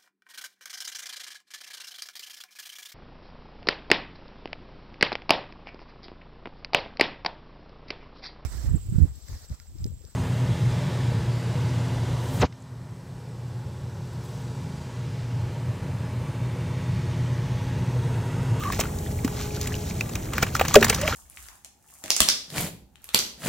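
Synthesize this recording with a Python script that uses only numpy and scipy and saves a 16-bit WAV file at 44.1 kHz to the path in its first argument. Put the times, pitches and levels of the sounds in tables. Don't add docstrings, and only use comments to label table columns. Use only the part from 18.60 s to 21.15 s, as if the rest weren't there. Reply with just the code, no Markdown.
import sys
import numpy as np
from scipy import signal
from scipy.fft import rfft, irfft, next_fast_len
from scipy.io import wavfile
from scipy.ndimage import uniform_filter1d, map_coordinates

SR = 44100
rng = np.random.default_rng(int(sys.argv[2]) if len(sys.argv) > 2 else 0)


def bounce(signal):
    frames = np.transpose(np.atleast_2d(signal))
    limited = np.clip(frames, -1, 1)
    pcm = np.round(limited * 32767).astype(np.int16)
    wavfile.write(sys.argv[1], SR, pcm)


N = 112454

# (frequency [Hz], level [dB])
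TRAFFIC_SPECTRUM = [(18, -50), (30, -10), (45, -3.5), (95, 1.5), (150, -4), (260, -11.5), (800, -25),
                    (1200, -37), (5000, -42.5), (8000, -29.5), (12000, -35), (16500, -43)]
# (frequency [Hz], side over mid [dB])
TRAFFIC_SPREAD = [(60, -52), (200, -20), (500, -3), (1500, 2.5), (4000, -10), (12000, -67)]
TRAFFIC_DB = -30

# (time [s], grit level [dB], level of crumbs pattering into the water [dB])
CRUMBLING = [(0, -46, -40), (.165, -41, -43), (.26, -46.5, -41), (.32, -48.5, -52), (.6, -53.5, -53.5),
             (.72, -44, -51), (.8, -36, -39), (.9, -43.5, -53.5), (1.1, -43, -43.5), (1.2, -52, -50.5),
             (1.27, -37.5, -52), (1.34, -45, -51.5), (1.7, -52, -49), (1.76, -39, -39), (1.92, -47, -49),
             (2.05, -38, -37.5), (2.38, -37, -37), (2.55, -33.5, -32.5)]
# (frequency [Hz], level [dB])
GRIT_SPECTRUM = [(800, -47), (2000, -4.5), (4500, -0.5), (7000, 1), (10000, -10.5), (13000, -4),
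                 (16500, -33)]
GRAINS_PER_S, GRAIN_SPREAD_DB = 2000, 5.5
DUST_DB = -3
PATTER_PER_S, PATTER_HZ, PATTER_SPREAD_OCT = 850, 1806, 0.704
PATTER_DECAY_CYCLES, PATTER_SPREAD_DB = 3.2, 2

# (start [s], length [s], first pitch [Hz], last pitch [Hz], level [dB])
GURGLES = [(0.005, 0.124, 1171, 1106, -33), (2.387, .11, 496.5, 702, -28.5)]

# (time [s], treble peak [dB], body rms relative to that peak [dB])
CRACK_TIMES = [(0.0344, -33.5, 3.5), (0.122, -19, -5.5), (0.132, -30.5, -2), (0.1908, -18, -6.5),
               (0.2007, -10, -25), (0.209, -15, -7), (0.235, -34.5, 6.5), (0.385, -24, -37),
               (0.646, -16.5, -11), (0.6767, -27.5, -3), (1.012, -19.5, -22), (1.04, -25.5, -14),
               (1.071, -15.5, -16.5), (1.4071, -22, -8), (1.492, -23, -15), (1.5532, -21, -8.5),
               (1.7336, -23.5, -4), (1.78, -21, 0.5), (1.8186, -28, -3), (1.8261, -9, -5),
               (1.865, -28.5, 0), (1.88, -29.5, -3.5), (1.9493, -12, -9.5), (1.964, -21, -6),
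               (1.9941, -20, 1.5), (2.0104, -16, -2), (2.05, -22.5, 0), (2.081, -14.5, -11),
               (2.14, -5.5, -18), (2.154, 0, -4.5), (2.2097, -16.5, -20), (2.2259, -14, 4.5),
               (2.2445, -2, -17.5), (2.266, -24, -2.5), (2.2818, -17, -7.5), (2.296, -4.5, -6.5),
               (2.3277, -22.5, 2.5), (2.3446, -9, -21), (2.413, -15, -14), (2.476, -26.5, 7)]
# (frequency [Hz], level [dB])
CRACK_TREBLE = [(2500, -30), (3800, -2), (7000, 3.5), (12000, -6.5), (16500, -6.5)]
# (frequency [Hz], level [dB])
CRACK_BODY = [(400, 3), (2600, 5.5), (3500, -1.5), (5000, -10.5)]
# (time [s], level before softening [dB])
SHARP_FRACTURES = [(1.827, 0), (2.2291, 2), (2.2438, -17)]
CRACK_RISE_S, TREBLE_T60_S, BODY_T60_S = 0.0022, 0.024, 0.04
CRACK_GRAINS_PER_S = 7000
CREST_DB = 8

# (time [s], level [dB], pitch [Hz])
DROPS = [(0.102, -17.5, 1090), (0.194, -17.5, 670), (0.255, -25, 1410), (0.463, -32, 1880),
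         (.471, -30, 3460), (0.5893, -31, 2260), (0.907, -29.5, 2500), (.9713, -30.5, 1500),
         (1.0595, -27, 1970), (1.1219, -26.5, 1870), (1.1417, -19, 2880), (1.3098, -27.5, 2340),
         (1.4094, -11, 2566), (1.8269, -11.5, 1413), (1.9526, -10.5, 1365), (1.995, -20, 1390),
         (1.9971, -10, 2640), (2.012, -7.5, 760), (2.145, -7, 1196), (2.216, -14.5, 400),
         (2.2278, -4, 1820), (2.304, -20.5, 458), (2.3266, -17, 2170), (2.4353, -19, 2850),
         (2.485, -21, 595), (2.5256, -16, 1360)]
DROP_LIFE_S, DROP_ATTACK_S = 0.017, 0.00031
DROP_SHORTENS = 0.88
TAP_DB, TAP_PITCH, TAP_LIFE = -3.5, 1.35, 0.45

# (time [s], level [dB])
HORN_CONTOUR = [(0, -80), (0.202, -40.5), (.4, -48), (.8, -39.5), (1.2, -40), (1.35, -49.5), (1.6, -67)]
HORN_HARMONICS = [1, -5.5]
HORN_HZ = 418.6

SNAP_S, SNAP_DB, SNAP_HZ, SNAP_T60_S = .647, -0.5, 263, 0.029

# (pitch [Hz], level [dB], life [s], cut-off sharpness [power])
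AIR_POCKET = [(661, 3, 0.046, 1.82), (445, 2.5, 0.052, 1.82), (542, 5.5, 0.045, 1.25),
              (225.3, -16.5, 0.47, 1.005)]
PLUNGE_S, PLUNGE_ATTACK_S, PLUNGE_SAG = 2.1555, 0.0053, -0.1

BASIN_T60_S, BASIN_DB = 0.083, -13

# (frequency [Hz], lead of the left port [half turns])
PORT_PHASE = [(2000, 0), (2500, .16), (4100, .22), (4570, .42), (5250, 2), (8500, 2.8), (11200, 3.15),
              (15300, 4)]
CEILING, KNEE = 1.0, 8
TOP_HZ = 16000


def amp(db):
    return 10 ** (np.asarray(db) / 20)


def unit(x):
    return x / np.sqrt(np.mean(x ** 2) + 1e-20)


def along(points, hz):
    f, v = np.transpose(points)
    return np.interp(np.log(hz + 1), np.log(f + 1), v)


def curves(rows):
    s, *cols = np.transpose(rows)
    return [np.interp(np.arange(N) / SR, s, c) for c in cols]


def wobble(rate):
    knots = rng.standard_normal(int(N * rate / SR) + 4)
    return map_coordinates(knots, [np.arange(N) * rate / SR])


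def filtered(x, response):
    m = next_fast_len(N + 8192)
    return irfft(rfft(x, m) * response(np.fft.rfftfreq(m, 1 / SR)), m)[..., :N]


def coloured(x, spectrum):
    return filtered(x, lambda hz: amp(along(spectrum, hz)))


def noise(spectrum):
    return unit(coloured(rng.standard_normal(N), spectrum))


def ring(s, db, hz, life, attack, rise=0, fall=1):
    t = np.clip(np.arange(N) / SR - s, 0, 3 * life)
    envelope = amp(db - 60 * (t / life) ** fall) * (1 - np.exp(-t / attack))
    return envelope * np.sin(2 * np.pi * hz * t * (1 + rise * t / life))


def ticks(per_s, spread_db):
    struck = rng.random(N) < per_s / SR
    size = amp(spread_db * np.minimum(rng.exponential(size=N), 3))
    return struck * rng.uniform(-0.94, 1, N) * size


def patchy(x, depth_db):
    z = signal.stft(x, nperseg=128)[2]
    field = uniform_filter1d(rng.standard_normal(z.shape), size=4, axis=0)
    field = uniform_filter1d(field, size=4, axis=1)
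    return unit(signal.istft(z * amp(depth_db * unit(field)), nperseg=128)[1][:N])


def traffic():
    mid = amp(TRAFFIC_DB + 0.36 * wobble(2.7)) * noise(TRAFFIC_SPECTRUM)
    side = amp(TRAFFIC_DB) * coloured(noise(TRAFFIC_SPECTRUM), TRAFFIC_SPREAD)
    return np.array([mid + side, mid - side])


def grit():
    clumps = amp(7.8 * wobble(40.5))
    grains = unit(coloured(ticks(GRAINS_PER_S, GRAIN_SPREAD_DB) * clumps, GRIT_SPECTRUM))
    dust = amp(DUST_DB) * noise(GRIT_SPECTRUM)
    return amp(curves(CRUMBLING)[0]) * patchy(grains + dust, depth_db=1.0)


def patter():
    u, z = rng.random((2400, 2)), rng.standard_normal((2400, 1))
    gaps = -np.log(u[:, :1] + 1e-9) / PATTER_PER_S
    start = (np.cumsum(gaps, axis=0) * SR).astype(int)
    hz = PATTER_HZ * 2 ** (PATTER_SPREAD_OCT * z)
    k = np.arange(800)
    cycles = hz * k / SR
    size = amp(-PATTER_SPREAD_DB * np.log(u[:, 1:] + 0.034))
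    envelope = size * np.exp(-cycles / PATTER_DECAY_CYCLES) * (1 - np.exp(-cycles))
    bubbles = envelope * np.sin(2 * np.pi * cycles * (1 + 0.0092 * cycles))
    out = np.bincount((start + k).ravel(), bubbles.ravel(), minlength=N)[:N]
    return amp(curves(CRUMBLING)[1]) * unit(out)


def gurgle(s, length, first_hz, last_hz, db):
    u = np.clip((np.arange(N) / SR - s) / length, 0, 1)
    hz = (first_hz + (last_hz - first_hz) * u) * (1 + 0.043 * wobble(140))
    envelope = amp(db + 3.95 * wobble(110)) * np.abs(np.sin(np.pi * u)) ** .5
    return envelope * np.sin(2 * np.pi * np.cumsum(hz) / SR)


def swarm(s, db, t60):
    after_peak = np.arange(N) / SR - s - CRACK_RISE_S
    return amp(db - 60 * np.clip(after_peak, 0, 1) / t60 - 12 * np.clip(-after_peak, 0, 1) / CRACK_RISE_S)


def fractures(spectrum):
    return patchy(coloured(ticks(CRACK_GRAINS_PER_S, spread_db=2.5), spectrum), depth_db=3.0)


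def cracks():
    treble = sum(swarm(s, db - CREST_DB, TREBLE_T60_S) for s, db, body in CRACK_TIMES)
    low = sum(swarm(s, db + body, BODY_T60_S) for s, db, body in CRACK_TIMES)
    return treble * fractures(CRACK_TREBLE) + low * fractures(CRACK_BODY)


def sharp_fractures():
    s, db = np.transpose(SHARP_FRACTURES)
    impulses = np.bincount((s * SR).astype(int), amp(db), minlength=N)
    return -filtered(impulses, lambda hz: 1 / (1 + 1j * hz / 6000))


def drop(s, db, hz):
    life = DROP_LIFE_S * (1000 / hz) ** DROP_SHORTENS
    bubble = ring(s, db, hz, life, DROP_ATTACK_S, fall=1.4)
    tap = ring(s, db + TAP_DB, TAP_PITCH * hz, TAP_LIFE * life, DROP_ATTACK_S / 2)
    return bubble + tap


def horn():
    phase = 2 * np.pi * np.cumsum(HORN_HZ + 0.87 * wobble(7.9)) / SR
    tone = sum(amp(db + 2.2 * wobble(9.3)) * np.sin((k + 1) * phase) for k, db in enumerate(HORN_HARMONICS))
    tone = tone * amp(curves(HORN_CONTOUR)[0])
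    return np.array([1.04 * tone, 0.8 * tone])


def snap():
    return ring(SNAP_S, SNAP_DB, SNAP_HZ, SNAP_T60_S, 0.004)


def plunge():
    return sum(ring(PLUNGE_S, db, hz, life, PLUNGE_ATTACK_S, PLUNGE_SAG * (fall > 1.3), fall)
               for hz, db, life, fall in AIR_POCKET)


def basin(x):
    t = np.arange(SR // 5) / SR
    tail = rng.standard_normal((2, len(t))) * amp(-60 * t / BASIN_T60_S) * (t > .001)
    return signal.fftconvolve(x[None], tail / np.linalg.norm(tail[0]), axes=1)[:, :N]


def scene():
    mud = grit() + cracks() + sharp_fractures() + snap()
    water = patter() + sum(gurgle(*row) for row in GURGLES) + sum(drop(*row) for row in DROPS) + plunge()
    near = mud + water
    return near + amp(BASIN_DB) * basin(near) + traffic() + horn()


def record(dry):
    f, lead = np.transpose(PORT_PHASE)
    sides = np.array([[1], [-1]])
    x = filtered(dry, lambda hz: np.exp(.5j * np.pi * np.interp(hz, f, lead) * sides))
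    x = x / (1 + np.abs(x / CEILING) ** KNEE) ** (1 / KNEE)
    return filtered(x, lambda hz: hz < TOP_HZ)


dry = scene()
out = record(dry)
bounce(out)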